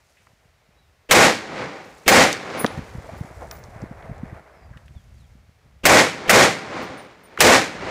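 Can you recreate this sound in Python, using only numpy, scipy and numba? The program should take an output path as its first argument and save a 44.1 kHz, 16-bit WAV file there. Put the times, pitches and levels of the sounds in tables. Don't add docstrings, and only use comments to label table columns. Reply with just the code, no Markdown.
import sys
import numpy as np
from scipy import signal
from scipy.fft import rfft, irfft, next_fast_len
from scipy.io import wavfile
from scipy.ndimage import uniform_filter1d
from numba import njit

SR = 44100
rng = np.random.default_rng(int(sys.argv[2]) if len(sys.argv) > 2 else 0)


def to_wav(sig):
    pcm = np.clip(np.atleast_2d(sig), -1, 1) * 32767
    pcm = np.round(pcm).astype(np.int16)
    wavfile.write(sys.argv[1], SR, pcm.T)


N = 348654
TIME = np.arange(N) / SR


def undb(db):
    return 10 ** (np.asarray(db) / 20)


def over_hz(table, hz):
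    points_hz, values = np.transpose(table)
    return np.interp(np.log(np.maximum(hz, 1)), np.log(points_hz), values)


def colour(x, spectrum):
    size = next_fast_len(len(x), True)
    hz = np.fft.rfftfreq(size, 1 / SR)
    bass_gain = np.minimum(hz / spectrum[0][0], 1) ** 2
    gain = undb(over_hz(spectrum, hz)) * bass_gain
    y = irfft(rfft(x, size) * gain, size)[:len(x)]
    return y / y.std()


def walk(rate_hz, size):
    step = int(SR / rate_hz)
    stairs = np.repeat(rng.standard_normal(size // step + 1), step)
    y = uniform_filter1d(stairs, step)[:size]
    return y / y.std()


def reflections(size, patchy_db=1.5):
    return rng.standard_normal(size) * undb(patchy_db * walk(700, size))


def swell(t, start_s, end_s, rise_db_per_s, fall_db_per_s):
    early_s = np.maximum(start_s - t, 0)
    late_s = np.maximum(t - end_s, 0)
    return undb(-rise_db_per_s * early_s - fall_db_per_s * late_s)


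def add(out, s, x):
    i = int(s * SR)
    out[i:i + len(x)] += x[:len(out) - i]


# start in seconds, end in seconds, level in dB.
GUST_TIMES = [(2.75, 4.3, -46), (4.664, 5.4, -50), (5.687, 5.72, -54.5), (7.8, 7.9, -52.5)]
BREEZE_DB, GUST_RISE_DB_PER_S, GUST_FALL_DB_PER_S = -64, 133, 127


def gusts(t):
    strength = undb(BREEZE_DB)
    for start_s, end_s, db in GUST_TIMES:
        strength = strength + undb(db) * swell(t, start_s, end_s, GUST_RISE_DB_PER_S, GUST_FALL_DB_PER_S)
    return strength


# frequency in Hz, relative level in dB per Hz.
AIR_SPECTRUM = [(60, -5.5), (130, -11), (250, -11), (380, -11.5), (560, -12.5), (900, -9.5), (2200, -6),
                (3000, -11), (5500, -15), (9000, -22), (15000, -26)]
AIR_DB = -66
# frequency in Hz, relative level in dB per Hz.
RUSH_SPECTRUM = [(200, -11), (400, 1), (650, 4), (1000, -2.5), (1500, -5), (2200, -8), (3000, -24),
                 (6000, -30), (10000, -33.5), (15000, -42)]
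RUSH_START_S, RUSH_END_S, RUSH_DB, RUSH_REST_DB = 3.1, 4.375, -47, -67
RUSH_RISE_DB_PER_S, RUSH_FALL_DB_PER_S = 22.5, 39.5
# frequency in Hz, relative level in dB per Hz.
EDDY_SPECTRUM = [(30, -14.5), (62, 4), (120, -4.5), (220, -17.5), (400, -34.5), (1500, -70.5), (5000, -91)]


def wind(gusty_db=2.0, flutter_db=1.5):
    air = colour(rng.standard_normal(N), AIR_SPECTRUM) * undb(AIR_DB + 0.54 * walk(3.2, N))
    eddies = colour(rng.standard_normal(N), EDDY_SPECTRUM) * gusts(TIME) * undb(gusty_db * walk(12, N))
    rush_swell = swell(TIME, RUSH_START_S, RUSH_END_S, RUSH_RISE_DB_PER_S, RUSH_FALL_DB_PER_S)
    rush_gain = undb(RUSH_REST_DB) + undb(RUSH_DB) * rush_swell
    rush = colour(reflections(N, patchy_db=2), RUSH_SPECTRUM) * rush_gain
    return air + eddies + rush * undb(flutter_db * walk(30, N))


# frequency in Hz, relative level in dB per Hz.
CLOTH_SPECTRUM = [(1500, -7), (3500, -1), (6500, 3), (10000, -4), (15000, -11.5)]
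# start in seconds, end in seconds, level in dB.
ARM_MOVES = [(0.052, .25, -70.5), (1.9, 3.554, -60.5), (4.85, 5.2, -71.5)]
MOVE_RISE_DB_PER_S, MOVE_FALL_DB_PER_S = 39, 35


def sleeves(catch_db=1.0):
    rubbing = np.zeros(N)
    for start_s, end_s, db in ARM_MOVES:
        rubbing += undb(db) * swell(TIME, start_s, end_s, MOVE_RISE_DB_PER_S, MOVE_FALL_DB_PER_S)
    hiss = colour(reflections(N, patchy_db=2.5), CLOTH_SPECTRUM)
    return hiss * rubbing * undb(catch_db * walk(45, N))


def contact(db, centre_hz, octaves, decay_s):
    t = TIME[:SR // 5]
    hz = np.maximum(np.fft.rfftfreq(len(t), 1 / SR), 1)
    resonance = 1 / (1 + (np.log2(hz / centre_hz) / octaves) ** 4)
    body = irfft(rfft(rng.standard_normal(len(t))) * resonance, len(t))
    return undb(db) * .5 * body / body.std() * np.exp(-t / decay_s)


# time in seconds, level in dB, centre in Hz, decay in seconds.
CLOTHING_SCUFFS = [(.17, -51.5, 2180, .04), (3.09, -26, 624, 0.012), (3.141, -32.5, 726, .014),
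                   (3.42, -28.5, 645, 0.031), (4.056, -35, 603, 0.06), (4.73, -46, 1420, 0.046)]
SCUFF_OCTAVES = 0.5
# time in seconds, level in dB, centre in Hz.
RIFLE_CLACKS = [(.27, -41, 1480), (2.328, -12.5, 4900), (2.6456, -8.5, 1200), (2.663, -17.5, 3950),
                (3.513, -25.5, 1640), (3.763, -38, 895), (4.025, -38, 1860), (4.773, -36, 2100),
                (4.881, -43, 2300), (7.375, -12.5, 1420)]
CLACK_OCTAVES, CLACK_DECAY_S = 0.72, 0.0031
# time in seconds, level in dB.
GRIT_TICKS = [(3.512, -24), (3.639, -33.5), (3.818, -38), (4.181, -42)]
TICK_HZ, TICK_OCTAVES, TICK_DECAY_S = 5300, .48, 0.0017


def clicks():
    out = np.zeros(N)
    for s, db, hz, decay_s in CLOTHING_SCUFFS:
        add(out, s, contact(db, hz, SCUFF_OCTAVES, decay_s))
    for s, db, hz in RIFLE_CLACKS:
        add(out, s, contact(db, hz, CLACK_OCTAVES, CLACK_DECAY_S))
    for s, db in GRIT_TICKS:
        add(out, s, contact(db, TICK_HZ, TICK_OCTAVES, TICK_DECAY_S))
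    return out


# time in seconds, push peak in dB, frequency in Hz.
HARD_BUMPS = [(2.6458, -10, 603), (2.65, -5, 437), (2.78, -20, 128), (2.793, -17.5, 147),
              (2.953, -21.5, 132), (2.985, -25.5, 80), (3.214, -19, 113), (3.831, -21.5, 120),
              (3.84, -21, 260), (4.098, -28, 148), (4.118, -23, 110), (4.236, -20, 158), (4.33, -26, 99.5),
              (4.714, -34, 110), (4.91, -33, 101), (4.965, -31, 79.6)]
PUFFS_PER_S, PUFF_HZ, PUFF_OVER_GUST_DB = 9.7, 123, 7.5
# frequency in Hz, relative level in dB per Hz.
MIC_SCUFF_SPECTRUM = [(90, -2.5), (250, 2.5), (450, -15), (1000, -30), (5000, -53)]


def bumps(scuff_db=-13, scuff_s=0.0055, scatter_db=6.0, scatter_octaves=0.21):
    out = np.zeros(N)
    t = TIME[:SR // 5] - .1
    pushes = [(s, undb(db), hz) for s, db, hz in HARD_BUMPS]
    slots_s = np.arange(.2, TIME[-1], 1 / PUFFS_PER_S)
    for s in slots_s + rng.random(len(slots_s)) / PUFFS_PER_S:
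        if s < TIME[-1]:
            size = gusts(s) * undb(PUFF_OVER_GUST_DB + scatter_db * rng.normal())
            pushes.append((s, size, PUFF_HZ * 2 ** (scatter_octaves * rng.normal())))
    for s, size, hz in pushes:
        scuff = colour(rng.standard_normal(len(t)), MIC_SCUFF_SPECTRUM) * np.exp(-abs(t) / scuff_s)
        u = (np.pi * hz * t) ** 2
        push = (2 * u - 1) * np.exp(-np.minimum(u, 50))
        add(out, s + t[0], size * (push + undb(scuff_db) * scuff))
    return out


# start in seconds, length in seconds, start, middle and end pitch in Hz, level in dB.
BIRD_WHISTLES = [(.75, .12, 3700, 3930, 3580, -71), (4.514, 0.2, 5500, 4950, 4630, -73),
                 (4.95, 0.076, 3700, 3350, 3050, -65), (5.157, 0.11, 5060, 3950, 3030, -68)]


def bird(waver_db=3.0):
    out = np.zeros(N)
    for s, length_s, *pitches_hz, db in BIRD_WHISTLES:
        u = np.linspace(0, 1, int(length_s * SR))
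        hz = np.polyval(np.polyfit([0, .5, 1], pitches_hz, 2), u)
        envelope = np.sqrt(abs(np.sin(np.pi * u)))
        add(out, s, undb(db) * envelope * np.sin(2 * np.pi * np.cumsum(hz) / SR))
    return out * undb(waver_db * walk(60, N))


def die_away(x, t60_table):
    hz = np.fft.rfftfreq(len(x), 1 / SR)
    t, whole = TIME[:len(x)], rfft(x)
    octave = np.log2(np.clip(hz, 32, 16384))
    out = np.zeros(len(x))
    for k in range(5, 15):
        band = irfft(whole * np.maximum(1 - abs(octave - k), 0), len(x))
        out += band * np.exp(-np.log(1000) * t / over_hz(t60_table, 2 ** k))
    return out


# centre in Hz, width in Hz, boost in dB.
HOLLOW_BANDS = [(304, 23, 1), (450, 39, 2.5), (515.4, 46, 4), (586, 91, 2.5), (778, 37, 6), (1070, 77, 1),
                (2170, 81, 1)]


def hollow(x):
    hz = np.fft.rfftfreq(len(x), 1 / SR)
    boost_db = sum(db / (1 + (2 * (hz - centre) / width) ** 2) for centre, width, db in HOLLOW_BANDS)
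    return irfft(rfft(x) * undb(boost_db), len(x))


# time in seconds, gain of crack and banks in dB, gain of far echo in dB.
RIFLE_SHOTS = [(1.1105, 4.5, -1), (2.079, 5, -0.5), (5.854, 4.5, 0), (6.2948, 3.5, -1), (7.405, 5, -0.5)]
# frequency in Hz, relative level in dB per Hz.
CRACK_SPECTRUM = [(30, -22), (70, -12.5), (200, -7.5), (550, 3), (1000, -3), (2200, 4), (3000, -4.5),
                  (5000, -6), (8000, -8.5), (11000, -14.5), (15000, -13)]
BANKS_SPECTRUM = [(25, -23.5), (45, -11), (100, -11.5), (170, -8.5), (370, -6.5), (540, -0.5), (800, -3.5),
                  (1300, -7), (2200, -7), (2900, -15.5), (4500, -17.5), (7000, -18), (10000, -25),
                  (15000, -32)]
FAR_SPECTRUM = [(30, -26.5), (90, -5.5), (170, 0), (330, 0), (540, -2), (900, -3.5), (1500, -5.5),
                (2200, -7), (3000, -15), (4500, -18.5), (7000, -26.5), (10000, -40.5), (14000, -58.5)]
FAINT_NOISE_SPECTRUM = [(30, 0.5), (100, -6), (180, -2.5), (480, -0.5), (900, -13.5), (1500, -15),
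                        (2900, -8.5), (4000, -24), (7000, -25.5), (10000, -35.5), (15000, -35.5)]
# frequency in Hz, time to fall 60 dB in seconds.
BANKS_T60 = [(50, 0.23), (200, 0.39), (600, 0.27), (3000, .36), (7000, 0.34), (14000, 0.22)]
# delay in seconds, level in dB.
HILL_ECHOES = [(.5, -27), (0.689, -43), (1.059, -46)]
HILL_RISE_DB_PER_S, HILL_FALL_DB_PER_S = 60.5, 86


def shots(crack_db=20, crack_s=0.02, banks_db=14, build_s=0.0029, faint_db=-24, faint_rise_s=.009,
          shared_power=0.34, lumpy_db=0.5):
    out, t = np.zeros(N), TIME[:2 * SR]
    ground = reflections(len(t))
    hills = np.zeros(len(t))
    for delay_s, db in HILL_ECHOES:
        hills += undb(db) * swell(t, delay_s, delay_s, HILL_RISE_DB_PER_S, HILL_FALL_DB_PER_S)
    roll = hills * undb(lumpy_db * walk(60, len(t)))
    burst = 1 / (1 + (t / crack_s) ** 6)
    build = 1 - np.exp(-t / build_s)
    before = TIME[:int(.023 * SR)]
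    for s, db, far_db in RIFLE_SHOTS:
        own = reflections(len(t))
        echoes = hollow(np.sqrt(shared_power) * ground + np.sqrt(1 - shared_power) * own)
        crack = undb(crack_db) * colour(rng.standard_normal(len(t)), CRACK_SPECTRUM) * burst
        banks = undb(banks_db) * die_away(colour(echoes, BANKS_SPECTRUM), BANKS_T60) * build
        far = undb(far_db) * colour(echoes, FAR_SPECTRUM) * roll
        add(out, s, undb(db) * (crack + banks) + far)
        faint = colour(rng.standard_normal(len(t)), FAINT_NOISE_SPECTRUM)[:len(before)]
        add(out, s - before[-1], undb(faint_db) * faint * (1 - np.exp(-(before / faint_rise_s) ** 2)))
    return out


# place from lowest (0) to highest mode (1), level in dB,
# time to fall 60 dB in seconds.
BRASS_MODES = [(-.03, -13, 0.36), (0, -2.5, 0.25), (.61, -15, .32), (1, -4.5, 0.21)]
# time in seconds, ring level in dB, lowest mode in Hz,
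# highest mode in Hz, brightness in dB per octave.
CASE_LANDINGS = [(2.573, -40, 9780, 14310, 0), (2.594, -29.5, 9780, 14310, -3),
                 (3.175, -57, 9780, 14310, 5.5), (3.512, -42.5, 10230, 14760, 30),
                 (6.821, -51.5, 9300, 14000, 9), (6.975, -52, 9300, 14260, -10),
                 (7.235, -56.5, 9270, 14260, -1)]


def cases(contact_s=0.001, tumble_db=4.0):
    out, t = np.zeros(N), TIME[:SR // 2]
    for s, db, low_hz, high_hz, bright_db in CASE_LANDINGS:
        for place, mode_db, t60_s in BRASS_MODES:
            hz = low_hz + place * (high_hz - low_hz)
            tilt_db = bright_db * np.log2(2 * hz / (low_hz + high_hz))
            ring = np.sin(2 * np.pi * hz * t) * np.exp(-np.log(1000) * t / t60_s)
            onset = 1 - np.exp(-t / contact_s)
            tumble = undb(tumble_db * walk(59, len(t)))
            add(out, s, undb(db + mode_db + tilt_db) * ring * onset * tumble)
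    return out


def scene():
    return (wind() + sleeves() + clicks() + bumps() + bird() + shots() + cases())[None]


@njit
def follow_level(x, attack, release):
    y, level = np.empty(len(x)), 0.
    for i in range(len(x)):
        rate = attack if abs(x[i]) > level else release
        level += (abs(x[i]) - level) * rate
        y[i] = level
    return y


TOP_HZ = 15500


def record(dry, limit_db=-4.5, attack_s=0.00046, release_s=0.01):
    level = follow_level(dry[0], 1 / (attack_s * SR), 1 / (release_s * SR))
    ahead = np.roll(level, -int(.001 * SR))
    held = dry * np.minimum(1, undb(limit_db) / (ahead + 1e-9))
    rounded = held / (1 + held ** 6) ** (1 / 6)
    top_cut = signal.ellip(10, .2, 90, TOP_HZ, fs=SR, output="sos")
    return signal.sosfilt(top_cut, rounded)


dry = scene()
out = record(dry)
to_wav(out)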